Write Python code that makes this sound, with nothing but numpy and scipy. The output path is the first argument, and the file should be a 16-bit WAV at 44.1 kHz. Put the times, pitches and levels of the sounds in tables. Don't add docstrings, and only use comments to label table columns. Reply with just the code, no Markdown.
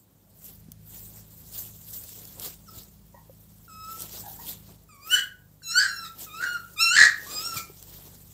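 import sys
import numpy as np
from scipy import signal
from scipy.fft import rfft, irfft
from scipy.io import wavfile
from scipy.ndimage import uniform_filter1d

SR = 44100
rng = np.random.default_rng(int(sys.argv[2]) if len(sys.argv) > 2 else 0)


def bounce(signal):
    frames = np.transpose(np.atleast_2d(signal))
    limited = np.clip(frames, -1, 1)
    pcm = np.round(limited * 32767).astype(np.int16)
    wavfile.write(sys.argv[1], SR, pcm)


N = 367353

# t/s, f/Hz, fundamental level/dB, overtone level/dB
CRIES = [
    [(2.66, 1580, -84, -59), (2.69, 1288, -48, -58), (2.74, 1290, -93, -73)],
    [(3.68, 1397, -50.5, -62), (3.7, 1281, -54, -59), (3.86, 1293, -42.5, -53), (3.91, 1327, -42, -54),
     (3.94, 1380, -78, -73)],
    [(4.89, 1278, -56.5, -65.5), (4.93, 1170, -64.5, -60.5), (4.985, 1100, -57.5, -72.5),
     (5.03, 1200, -65, -55.5), (5.082, 1296, -45.5, -62), (5.108, 1397, -47, -32.5),
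     (5.118, 1462, -36, -27.5), (5.135, 1500, -23, -23.5), (5.155, 1469, -25.5, -21.5),
     (5.16, 1637, -27, -43), (5.2, 1567, -36.5, -33)],
    [(5.62, 1550, -50, -71), (5.635, 1348, -82, -48), (5.715, 1342, -39, -33), (5.722, 1392, -50, -37),
     (5.75, 1410, -39, -36), (5.76, 1450, -21.5, -26.5), (5.79, 1531, -20, -22.5),
     (5.797, 1667, -28.5, -31.5), (5.855, 1623, -25.5, -37.5), (5.868, 1398, -47, -42),
     (6.045, 1332, -41.5, -47.5), (6.055, 1253, -46.5, -41), (6.1, 1277, -83, -62)],
    [(6.265, 1316, -51.5, -71), (6.3, 1197, -53, -58), (6.39, 1350, -41, -56.5), (6.44, 1570, -27, -73),
     (6.46, 1420, -38, -53.5), (6.535, 1445, -34.5, -49.5), (6.578, 1360, -35.5, -62)],
    [(6.762, 1258, -49.5, -58.5), (6.78, 1185, -52, -39), (6.81, 1347, -28.5, -26),
     (6.9, 1361, -31.5, -26.5), (6.93, 1480, -26, -34), (6.957, 1503, -28.5, -26.5),
     (6.965, 1700, -18, -33), (7.02, 1806, -15, -29.5), (7.065, 1832, -24.5, -30.5)],
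    [(7.265, 1083, -48.5, -57), (7.305, 1232, -52, -42.5), (7.38, 1243, -51, -37),
     (7.435, 1320, -44.5, -40.5), (7.46, 1392, -46.5, -34.5), (7.53, 1338, -34, -43.5),
     (7.552, 1340, -46, -40)],
    [(7.558, 1260, -35, -58), (7.572, 1198, -60, -32.5), (7.6, 1035, -83, -50.5)],
]
# octave offset/dB, third-harmonic offset/dB, lift of the higher formants/dB
TIMBRES = [(-16, -22, 1), (-10, -14, 1.5), (1, -20.5, 0), (-12.5, -2.5, 6), (7, 2.5, 3), (-1, -4.5, 0.5),
           (-15.5, -18.5, 3.5), (-3.5, -34, 18)]
# start t/s, end t/s, jitter as a share of pitch
BREAKS = [(5.1, 5.16, .006), (5.16, 5.21, .03), (5.715, 5.755, .01), (5.795, 5.88, .027),
          (6.045, 6.08, .02), (6.41, 6.455, .04), (6.56, 6.58, .015), (6.93, 6.96, .012),
          (6.96, 7.09, .055), (7.56, 7.61, .006)]
# f/Hz, bandwidth/Hz, level/dB
FORMANTS = [(5200, 1100, 0), (7600, 1200, -3), (13500, 2500, -20)]
# f/Hz, level/dB
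RASP_SPECTRUM = [(400, -19), (1000, -21), (1750, 8), (3100, -20), (4150, 3), (5600, -10), (7300, -3),
                 (10300, -26), (14000, -36)]
# t/s, duration/s, start f/Hz, end f/Hz, level/dB
GRUNTS = [(0.254, 0.072, 720, 380, -72.5), (3.137, 0.057, 950, 947, -53.5), (4.233, 0.066, 837, 795, -47.5),
          (4.385, 0.033, 907, 970, -49)]
# t/s, level/dB
TICKS = [(0.7188, -23), (1.5, -48), (2.253, -25.5), (2.398, -19), (2.43, -30), (2.46, -19), (2.465, -34),
         (3.836, -42), (4.006, -22), (4.016, -29), (4.021, -18), (4.514, -25), (7.8269, -25.5)]
# t/s, level/dB, f/Hz
KNOCKS = [(0.685, -39, 229), (2.77, -36, 102), (3.144, -44.5, 566), (3.296, -39.5, 530),
          (7.012, -31.5, 119.9), (7.563, -31, 135), (7.698, -38.5, 398)]
# peak t/s, reach/s, level/dB, coarseness/dB
SCUFFS = [(0.461, 0.068, -53.5, -2.5), (0.972, 0.074, -50, -1), (1.16, 0.035, -59, 4),
          (1.587, 0.053, -44, -1.5), (1.94, 0.056, -49, -6.5), (2.16, 0.19, -57, 4.5),
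          (2.45, 0.037, -44.5, 7.5), (2.771, 0.042, -53.5, 5.5), (3.94, 0.049, -52, 5.5),
          (4.027, 0.03, -49, 7.5), (4.16, 0.035, -48, 9), (4.29, 0.14, -53.5, 1), (4.49, 0.037, -46.5, 4.5),
          (5.14, 0.051, -43, 0), (5.779, 0.088, -61, -1.5), (6.03, 0.1, -59.5, 2.5), (6.218, 0.03, -47, 5),
          (6.42, .1, -54.5, 7.5), (7.351, 0.12, -50, 11.5), (7.578, 0.037, -47.5, 9.5),
          (7.95, 0.14, -60, 8.5), (4.7, 0.046, -76.5, 39)]
# t/s, level/dB
RUSTLE_FLOOR = [(0, -72), (.8, -82), (1.4, -58.5), (2.6, -66.5), (3.1, -70), (3.8, -64), (4.8, -71.5),
                (5.55, -73.5), (6.1, -86), (6.7, -59.5), (7.8, -66.5), (8.33, -62.5)]
# f/Hz, level/dB
CRINKLE_SPECTRUM = [(700, -30), (1500, -19), (2400, -20), (3300, -13), (6400, -11), (7440, -5),
                    (10000, -13), (13800, 0), (15600, -3)]
DRAG_SPECTRUM = [(60, -11), (400, -4.5), (1000, -13), (2000, -27.5)]
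# t/s, shaft f/Hz, level/dB
MOTOR_HUM = [(0, 52.05, -65), (.6, 53.12, -46), (3.3, 53.44, -50), (4.6, 53.06, -44.5), (4.95, 51.38, -55),
             (8.33, 48.4, -47.5)]
# multiple of the shaft frequency, level/dB
SHAFT_ORDERS = [(0.998, 0.7), (1.501, -4), (2, 1.6), (3, 0), (3.701, -2.5)]
# f/Hz, level/dB
RUMBLE_SPECTRUM = [(40, -26.5), (70, 2.0), (220, 7.0), (500, -13.5), (1200, -14.5)]
AIR_SPECTRUM = [(40, -23.5), (111, 5.5), (2520, -28.5), (10700, -29), (15600, -26.5)]
# f/Hz, T60/s
ROOM_T60 = [(300, .2), (1500, .36), (3000, .28), (15000, .18)]

OCTAVE_GROWTH, EASY_DB = .1, -32
STEADY_JITTER, DRIFT = .0015, .002
OCTAVE_LOSS_DB, UPPER_LOSS_DB = 152.5, 197
SWELL_SHARE, REACH_DB = .78, -6
THROB_HZ, COARSE_HZ, BAND_LIMIT_HZ = 85.24, 6540, 15650


def cries(t):
    rows = [row + timbre for cry, timbre in zip(CRIES, TIMBRES) for row in cry]
    hz, fundamental_db, upper_db, octave_offset, third_offset, lift_db = curves(rows, t)
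    octave_db = upper_db + octave_offset + OCTAVE_GROWTH * (upper_db - EASY_DB) + 1.1 * wander(1200)
    third_db = upper_db + third_offset + 2.2 * wander(900)
    jitter = STEADY_JITTER + sum(share * gate([(a, b)], t, fade_s=.016) for a, b, share in BREAKS)
    phase = phase_of(hz * (1 + jitter * wander(45) + DRIFT * wander(400)))
    tone = (gain_of(fundamental_db) * np.sin(phase)
            + gain_of(octave_db - OCTAVE_LOSS_DB * jitter) * np.sin(2 * phase)
            + gain_of(third_db) * np.sin(3 * phase)
            + gain_of(upper_db - UPPER_LOSS_DB * jitter) * throat_harmonics(hz, phase, lift_db))
    flutter = wander(60)
    throb = np.sin(phase_of(THROB_HZ * (1 + wander(900) / 5)))
    shimmer = 1 + jitter * (flutter + 12 * throb)
    amplitude = sum(map(gain_of, (fundamental_db, octave_db, third_db, upper_db)))
    rasp = 6.47 * jitter * amplitude * coloured(rng.standard_normal(N), RASP_SPECTRUM)
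    voiced = gate([(cry[0][0], cry[-1][0]) for cry in CRIES], t, fade_s=.002)
    return (np.sqrt(2) * tone + rasp) * shimmer * voiced


def throat_harmonics(hz, phase, lift_db):
    tone, power = np.zeros(N), np.zeros(N)
    for k in range(4, 13):
        weight = sum(gain_of(db + lift_db * (f > FORMANTS[0][0])) / (1 + (2 * (k * hz - f) / width) ** 2)
                     for f, width, db in FORMANTS)
        weight *= gain_of(4.5 * wander(1500))
        tone += weight * (k * hz < BAND_LIMIT_HZ) * np.sin(k * phase)
        power += weight ** 2
    return tone / np.sqrt(uniform_filter1d(power, 6000))


def grunts():
    out = np.zeros(N)
    for start, duration, start_hz, end_hz, db in GRUNTS:
        n = int(duration * SR)
        phase = phase_of(np.linspace(start_hz, end_hz, n) * (1 + .02 * wander(60)[:n]))
        tone = np.sin(phase) + gain_of(-13) * np.sin(2 * phase)
        envelope = signal.windows.tukey(n, .4) * (1 + .7 * wander(120)[:n])
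        out[round(start * SR):][:n] += gain_of(db) * envelope * tone
    return out


def paw_impacts():
    n = 4000
    out, age = np.zeros(N + n), np.arange(n) / SR
    tick_decay = decay(age, t60=.005) + gain_of(-20) * decay(age, t60=.05)
    for start, db in TICKS:
        burst = np.diff(np.sign(rng.standard_normal(n)), prepend=0) / 2
        out[round(start * SR):][:n] += gain_of(db) * tick_decay * burst
    knock_envelope = (1 - np.exp(-age / .00033)) * decay(age, t60=.053)
    for start, db, hz in KNOCKS:
        out[round(start * SR):][:n] += gain_of(db) * knock_envelope * np.sin(2 * np.pi * hz * age)
    return out[:N]


def pad_rustle(t):
    level_db, coarse_db = scuffing(t)
    snap_db = 4 * np.minimum(rng.exponential(1, N), 5)
    snaps = gain_of(snap_db) * (rng.random(N) < 600 / SR)
    crackle = rng.standard_normal(N) * (1 + .22 * unit_rms(uniform_filter1d(snaps, 30)))
    crackle *= gain_of(1.3 * wander(500))
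    _, _, bands = signal.stft(coloured(crackle, CRINKLE_SPECTRUM), nperseg=256)
    creases = uniform_filter1d(rng.standard_normal(bands.shape), 8, axis=0)
    creases = unit_rms(uniform_filter1d(creases, 12, axis=1))
    crinkle = unit_rms(signal.istft(bands * gain_of(2.65 * creases), nperseg=256)[1][:N])
    lows = signal.sosfiltfilt(signal.butter(2, COARSE_HZ, fs=SR, output="sos"), crinkle)
    crinkle += (gain_of(coarse_db) - 1) * lows
    drag = coloured(rng.standard_normal(N) * gain_of(2 * wander(700)), DRAG_SPECTRUM)
    return gain_of(level_db + 10) * crinkle + gain_of(.59 * level_db + coarse_db - 29.5) * drag


def scuffing(t):
    peak_t, reach, peak_db, coarse_db = np.transpose(SCUFFS)[:, :, None]
    grid = t[::64]
    distance = abs(grid - peak_t) / (reach * np.where(grid < peak_t, SWELL_SHARE, 1))
    gains = gain_of(peak_db + REACH_DB * distance ** 1.4)
    total = gains.sum(0) + gain_of(curves(RUSTLE_FLOOR, grid)[0])
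    mean_coarse_db = (gains * coarse_db).sum(0) / total
    return np.interp(t, grid, 20 * np.log10(total)), np.interp(t, grid, mean_coarse_db)


def motor_hum(t):
    shaft_hz, level_db = curves(MOTOR_HUM, t)
    phase = phase_of(shaft_hz)
    partials = sum(gain_of(db + 2.2 * wander(3000)) * np.sin(order * phase + 6 * rng.random())
                   for order, db in SHAFT_ORDERS)
    rumble = coloured(rng.standard_normal(N), RUMBLE_SPECTRUM)
    return gain_of(level_db - 5.5) * (unit_rms(partials) + gain_of(-10.5) * rumble)


def reverberation(x):
    echoes = np.zeros(SR)
    slots = np.arange(300, SR - 20, 20)
    echoes[slots + rng.integers(0, 20, len(slots))] = rng.choice([-1., 1.], len(slots))
    hz, age, bands = signal.stft(echoes, SR, nperseg=256)
    tail = signal.istft(bands * decay(age, at_frequency(ROOM_T60, hz)[:, None]), SR, nperseg=256)[1]
    wavering = np.interp(np.arange(N) + .8 * wander(300), np.arange(N), x)
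    return signal.fftconvolve(wavering, tail / np.linalg.norm(tail))[:N]


def gain_of(db):
    return 10 ** (np.asarray(db) / 20)


def decay(age, t60):
    return gain_of(-60 * age / t60)


def phase_of(hz):
    return 2 * np.pi * np.cumsum(hz) / SR


def unit_rms(x):
    return x / np.sqrt(np.mean(x ** 2) + 1e-20)


def at_frequency(points, hz):
    f, value = np.transpose(points)
    return np.interp(np.log(hz + 1), np.log(f + 1), value)


def curves(rows, t):
    times, *columns = np.transpose(rows)
    return [np.interp(t, times, column) for column in columns]


def wander(width):
    return unit_rms(uniform_filter1d(uniform_filter1d(rng.standard_normal(N), width), width))


def coloured(x, spectrum):
    return unit_rms(irfft(rfft(x) * gain_of(at_frequency(spectrum, np.fft.rfftfreq(N, 1 / SR))), N))


def gate(spans, t, fade_s):
    on = sum((t >= start) & (t <= end) for start, end in spans) > 0
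    return uniform_filter1d(on * 1., int(fade_s * SR))


def scene():
    t = np.arange(N) / SR
    voices = cries(t) + grunts()
    air = gain_of(-63.5) * coloured(rng.standard_normal(N), AIR_SPECTRUM)
    voices_in_room = gain_of(1) * voices + gain_of(-2.5) * reverberation(voices)
    return (voices_in_room + paw_impacts() + pad_rustle(t) + motor_hum(t) + air)[None]


def record(dry):
    bass_cut = signal.sosfilt(signal.butter(5, 45, "high", fs=SR, output="sos"), dry)
    low_pass = signal.firwin(801, BAND_LIMIT_HZ, window=("kaiser", 9), fs=SR)
    return signal.oaconvolve(bass_cut, low_pass[None], "same")


dry = scene()
out = record(dry)
bounce(out)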